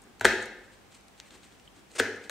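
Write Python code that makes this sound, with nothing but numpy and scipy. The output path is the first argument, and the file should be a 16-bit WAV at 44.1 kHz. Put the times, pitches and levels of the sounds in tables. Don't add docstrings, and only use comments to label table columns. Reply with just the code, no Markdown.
import sys
import numpy as np
from scipy import signal
from scipy.fft import rfft, irfft
from scipy.io import wavfile

SR = 44100
rng = np.random.default_rng(int(sys.argv[2]) if len(sys.argv) > 2 else 0)


def waveform_to_disk(signal):
    frames = np.transpose(np.atleast_2d(signal))
    scaled = np.clip(frames, -1, 1) * 32767
    samples = np.round(scaled).astype(np.int16)
    wavfile.write(sys.argv[1], SR, samples)


N = 101430


def amp(db):
    return 10 ** (np.asarray(db) / 20)


def unit(x):
    return x / np.sqrt(np.mean(x ** 2) + 1e-20)


def read(points, hz):
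    f, value = np.transpose(points)
    return np.interp(np.log(hz + 1), np.log(f + 1), value)


def add(mix, start_s, sound):
    part = mix[max(round(start_s * SR), 0):][:len(sound)]
    part += sound[:len(part)]


def click(shape_db):
    hz = abs(np.fft.fftfreq(4096, 1 / SR))
    log_gain = np.log(amp(shape_db(hz)) + 1e-4)
    spectrum = np.exp(np.conj(signal.hilbert(log_gain)))
    h = np.fft.ifft(spectrum).real[:2048]
    return h / np.linalg.norm(h)


def colour(x, points):
    return signal.fftconvolve(x, click(lambda hz: read(points, hz)))[:len(x)]


def pair(a, b, same, pan_db):
    likeness = np.clip(read(same, np.fft.rfftfreq(len(a), 1 / SR)), 0, 1)
    mid = rfft(a) * np.sqrt((1 + likeness) / 2)
    side = rfft(b) * np.sqrt((1 - likeness) / 2)
    left = (mid + side) * amp(pan_db / 2)
    right = (mid - side) * amp(-pan_db / 2)
    return irfft(np.array([left, right]), len(a))


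def grains(per_s, spread_db):
    size = amp(spread_db * np.minimum(rng.exponential(1, N), 4))
    sign = rng.choice([-1, 1], N)
    return unit(size * sign * (rng.random(N) < per_s / SR))


def swell(start_s, length_s, peak):
    corners_s = start_s + length_s * np.array([0, np.clip(peak, .02, .98), 1])
    return np.interp(np.arange(N) / SR, corners_s, [0, 1, 0])


def ring(modes, pitch, rise_s, t):
    total = np.zeros(len(t))
    for k, (hz, db, t60_s) in enumerate(modes):
        decay = np.exp(-np.log(1000) * t / t60_s)
        total += (-1) ** k * amp(db) * decay * np.sin(2 * np.pi * hz * pitch * t)
    return (1 - np.exp(-t / rise_s)) * total


# freq_hz, relative_level_db
FLOOR_SPECTRUM = [(25, -31), (45, 1), (70, -2), (120, -3), (200, -1.5), (400, -4), (800, -6.5),
                  (1200, -9.5), (2200, -12), (3200, -14.5), (5000, -19), (8500, -20), (10500, -27.5),
                  (15500, -30)]
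# freq_hz, likeness_0_1
FLOOR_LIKENESS = [(50, 0.33), (400, 0.28), (1500, 0.18), (5000, 0.1), (15000, .2)]
# freq_hz, rms_level_db
HUM_PARTIALS = [(49.5, -74.5), (99, -76.5), (198, -74.5), (247, -77), (790, -75.5)]
FLOOR_DB = -57.5


def background():
    gain = amp(read(FLOOR_SPECTRUM, np.fft.rfftfreq(N, 1 / SR)))
    a, b = irfft(rfft(rng.standard_normal((2, N))) * gain, N)
    hum = np.zeros(N)
    for hz, db in HUM_PARTIALS:
        cycles = hz * np.arange(N) / SR + rng.random()
        hum += amp(db) * np.sqrt(2) * np.sin(2 * np.pi * cycles)
    return amp(FLOOR_DB) * pair(unit(a), unit(b), FLOOR_LIKENESS, pan_db=0.1) + hum


# freq_hz, t60_s
ROOM_DECAY = [(100, 1.0), (250, 0.65), (500, 0.76), (1000, .66), (1800, 0.72), (4000, 0.61), (8000, .5),
              (15000, .38)]
# freq_hz, level_db
ROOM_SPECTRUM = [(50, -7.5), (200, 0), (300, -5), (450, 0.5), (900, -4.5), (1500, -7), (2100, 2),
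                 (3000, -2.5), (4200, -4), (5500, 1.5), (8000, -7), (15000, -9.5)]
ROOM_RISE_S = 0.0027


def room_tail():
    hz, t, z = signal.stft(rng.standard_normal((2, SR)), SR, nperseg=256)
    rate = np.log(1000) / read(ROOM_DECAY, hz)[:, None]
    energy_scale = np.sqrt(2 * rate / SR)
    z = z * np.exp(-rate * t) * energy_scale * amp(read(ROOM_SPECTRUM, hz))[:, None]
    tail = signal.istft(z, SR, nperseg=256)[1][:, :SR]
    return tail * np.minimum(np.arange(SR) / SR / ROOM_RISE_S, 1)


# freq_hz, likeness_0_1
ROOM_LIKENESS = [(100, 1), (450, .97), (1700, 0.87), (3500, 0.45), (7000, .42), (15000, .15)]
ROOM_PAN_DB = 1.5
CRUNCH_ROOM_DB, SHUFFLE_ROOM_DB, SNAP_ROOM_DB = -4, -4, -7.5


def kitchen(count):
    wet = np.zeros((2, N))
    for _ in range(count):
        sent = knocks() + amp(CRUNCH_ROOM_DB) * crunch()
        sent += amp(SHUFFLE_ROOM_DB) * shuffles() + amp(SNAP_ROOM_DB) * snaps()
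        wet += signal.fftconvolve(sent[None], room_tail(), axes=1)[:, :N]
    return pair(*wet / np.sqrt(count), ROOM_LIKENESS, ROOM_PAN_DB)


# delay_s, gain
EARLY_ECHOES = [(.0019, 0.093), (.0044, 0.11), (.0078, .12), (0.0123, -0.102)]
# freq_hz, likeness_0_1
NEAR_LIKENESS = [(900, 1), (1700, .993), (3500, .94), (7000, .85), (15000, .5)]
# freq_hz, left_minus_right_db
NEAR_BALANCE = [(100, 1.4), (1800, 2.3), (3500, 0.8), (8000, -0.1), (15000, -3)]


def near(x):
    out = x.copy()
    for delay_s, gain in EARLY_ECHOES:
        add(out, delay_s, gain * x)
    scatter = rng.standard_normal(SR // 700)
    scattered = signal.fftconvolve(out, scatter / np.linalg.norm(scatter))[:N]
    pan_db = read(NEAR_BALANCE, np.fft.rfftfreq(N, 1 / SR))
    return pair(out, scattered, NEAR_LIKENESS, pan_db)


# start_s, length_s, rustle_db, board_rub_db
SHUFFLE_STROKES = [(-0.01, 0.16, -77, -56.5), (0.395, 0.066, -50, -74), (0.622, 0.046, -63.5, -69),
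                   (0.703, 0.068, -63, -76), (0.90, 0.093, -58, -87), (1.162, 0.054, -63.5, -87),
                   (1.231, 0.082, -61.5, -77.5), (1.3, 0.091, -54.5, -53.5), (1.398, 0.082, -56, -67),
                   (1.47, 0.11, -64, -61.5), (1.628, 0.051, -64, -84), (1.743, .08, -62.5, -61),
                   (1.888, 0.085, -56, -66), (2.207, 0.094, -58, -87)]
# freq_hz, relative_level_db
RUSTLE_SPECTRUM = [(100, -16.5), (800, -10), (1600, 0.5), (4200, 2.5), (5200, -4), (8500, 1.5),
                   (10300, -13.5), (16000, -21)]
# freq_hz, relative_level_db
RUB_SPECTRUM = [(40, -27), (120, -3), (200, -0.5), (350, 4.5), (600, -13), (1600, -9.5), (4000, -36)]
RUSTLES_PER_S, RUSTLE_SPREAD_DB = 7000, 2
SHUFFLE_PEAK, CLUMP_S, CLUMP_DB = 0.48, .012, 3


def shuffles():
    strokes = np.array([swell(s, length_s, SHUFFLE_PEAK) for s, length_s, _, _ in SHUFFLE_STROKES])
    _, _, rustle_db, rub_db = np.transpose(SHUFFLE_STROKES)
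    clump_steps = np.arange(N) / SR / CLUMP_S
    clumps = amp(CLUMP_DB * np.interp(clump_steps, np.arange(SR), rng.standard_normal(SR)))
    rustle = amp(rustle_db) @ strokes * clumps * grains(RUSTLES_PER_S, RUSTLE_SPREAD_DB)
    rub = amp(rub_db) @ strokes * rng.standard_normal(N)
    return colour(rustle, RUSTLE_SPECTRUM) + colour(rub, RUB_SPECTRUM)


# start_s, level_db (before SNAP_SPECTRUM), centre_hz, width_octaves, fade_s
SNAP_EVENTS = [(0.0185, -34, 8350, 0.43, 0.0034), (0.037, -40, 7800, .3, 0.003),
               (0.197, -29, 3950, 1.5, 0.0012), (0.425, -24, 7300, 0.28, 0.0039),
               (0.457, -25, 7360, 1.4, 0.0035), (1.010, -41, 5000, 1, .001), (1.083, -35.5, 4500, 1, .001),
               (1.2009, -20.5, 2400, 1.4, 0.00013), (1.307, -31, 3480, 0.54, .002),
               (1.432, -36, 4000, 0.35, 0.0023), (1.598, -37.5, 4200, 0.62, .001),
               (1.676, -31.5, 3180, 0.064, .0015), (1.9163, -35, 5500, .8, 0.0006),
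               (2.16, -35, 8200, 0.76, .003), (2.24, -30.5, 4100, 0.82, 0.00069)]
# freq_hz, relative_level_db
SNAP_SPECTRUM = [(400, -12.5), (1000, 2), (4200, -1.5), (5000, -8), (6500, -1), (9000, -1), (11500, -11.5),
                 (16000, -15)]
SNAP_GRIT = .5


def snaps():
    out, t = np.zeros(N), np.arange(SR // 20) / SR
    for start_s, db, centre_hz, octaves, fade_s in SNAP_EVENTS:
        def peak_db(hz):
            distance = np.log2((hz + 1) / centre_hz) / octaves
            return -20 * np.log10(1 + distance ** 2)

        burst = (t == 0) + SNAP_GRIT * rng.standard_normal(len(t)) * np.exp(-t / fade_s)
        snap = signal.fftconvolve(burst, click(peak_db))
        add(out, start_s, amp(db) * snap / np.linalg.norm(snap))
    return colour(out, SNAP_SPECTRUM)


# start_s, length_s, level_db, peak_place_0_1
CUT_STROKES = [(0.2442, 0.015, -22.5, 0.3), (1.947, 0.037, -39.5, 0.38), (1.9795, 0.029, -24.5, 0.57)]
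# freq_hz, relative_level_db
CRUNCH_SPECTRUM = [(60, -27), (180, -12), (400, 16.5), (800, 2.5), (1600, 7), (2400, 5.5), (4000, 2.5),
                   (8800, 2.5), (11000, -14.5), (16000, -21.5)]
CELLS_PER_S, CELL_SPREAD_DB = 20000, 1.5


def crunch():
    force = sum(amp(db) * swell(s, length_s, peak) for s, length_s, db, peak in CUT_STROKES)
    return colour(force * grains(CELLS_PER_S, CELL_SPREAD_DB), CRUNCH_SPECTRUM)


BOARD_Q, BOARD_CUT_HZ = 10, 220


def plastic(modes):
    return [(hz, db, np.log(1000) * BOARD_Q / (np.pi * hz)) for hz, db in modes]


def small_plate(x):
    return signal.sosfilt(signal.butter(3, BOARD_CUT_HZ, "highpass", fs=SR, output="sos"), x)


# start_s, clack_db, thud_db, cooker_db, edge_click_db, board_pitch_factor
KNOCK_EVENTS = [(0.2102, -15, -30.5, -29, -16.5, 0.89), (0.2463, -9.5, -10.5, -20.5, -26, .92),
                (0.252, 1, -12, -18, -0.5, 0.96), (1.9981, -5.5, -14, -28.5, -9, 0.94),
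                (2.2958, -24.5, -35, -51, -17, 0.98)]
# freq_hz (before board_pitch_factor), relative_level_db
CLACK_MODES = [(1380, -11.5), (1620, -2), (1830, -2.5), (2200, -10), (2700, -23.5), (3300, -24.5),
               (3900, -36.5)]
# freq_hz (before board_pitch_factor), relative_level_db
THUD_MODES = [(235, -15.5), (300, -12), (400, -8), (490, -1.5)]
# freq_hz (before COOKER_PITCH), relative_level_db, t60_s
COOKER_MODES = [(42.2, -20.5, 0.14), (109.1, -17, 0.72), (694, -3, 0.042), (868, -1, 0.051),
                (1034, -3.5, 0.052), (1321, -3.5, .04)]
# freq_hz, relative_level_db
EDGE_SPECTRUM = [(100, -42.5), (600, -3.5), (2000, -3.5), (4200, 2), (5000, -14.5), (6500, -7),
                 (9000, -9.5), (11000, -18), (16000, -18)]
EDGE_SCATTER, EDGE_FADE_S = 0.19, 0.0037
CLACK_RISE_S, THUD_RISE_S, COOKER_RISE_S = 0.00035, 0.002, 0.00038
COOKER_PITCH = 0.93


def knocks():
    out, t = np.zeros(N), np.arange(SR // 2) / SR
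    for start_s, clack_db, thud_db, cooker_db, edge_db, pitch in KNOCK_EVENTS:
        contact = (t == 0) + EDGE_SCATTER * rng.standard_normal(len(t)) * np.exp(-t / EDGE_FADE_S)
        edge = amp(edge_db) * colour(contact, EDGE_SPECTRUM)
        clack = amp(clack_db) * ring(plastic(CLACK_MODES), pitch, CLACK_RISE_S, t)
        thud = amp(thud_db) * ring(plastic(THUD_MODES), pitch, THUD_RISE_S, t)
        cooker = amp(cooker_db) * ring(COOKER_MODES, COOKER_PITCH, COOKER_RISE_S, t)
        add(out, start_s, edge + small_plate(clack + thud) + cooker)
    return out


def scene():
    direct = near(knocks() + crunch() + shuffles() + snaps())
    return direct + kitchen(count=3) + background()


LOW_CUT_HZ, EDGE_HZ, CEILING = 27, 15760, 1.0


def record(dry):
    low_cut = signal.butter(2, LOW_CUT_HZ, "highpass", fs=SR, output="sos")
    heard = np.clip(signal.sosfilt(low_cut, dry), -CEILING, CEILING)
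    band_limit = signal.firwin(511, EDGE_HZ, window=("kaiser", 9), fs=SR)
    return signal.oaconvolve(heard, band_limit[None], "same")


dry = scene()
out = record(dry)
waveform_to_disk(out)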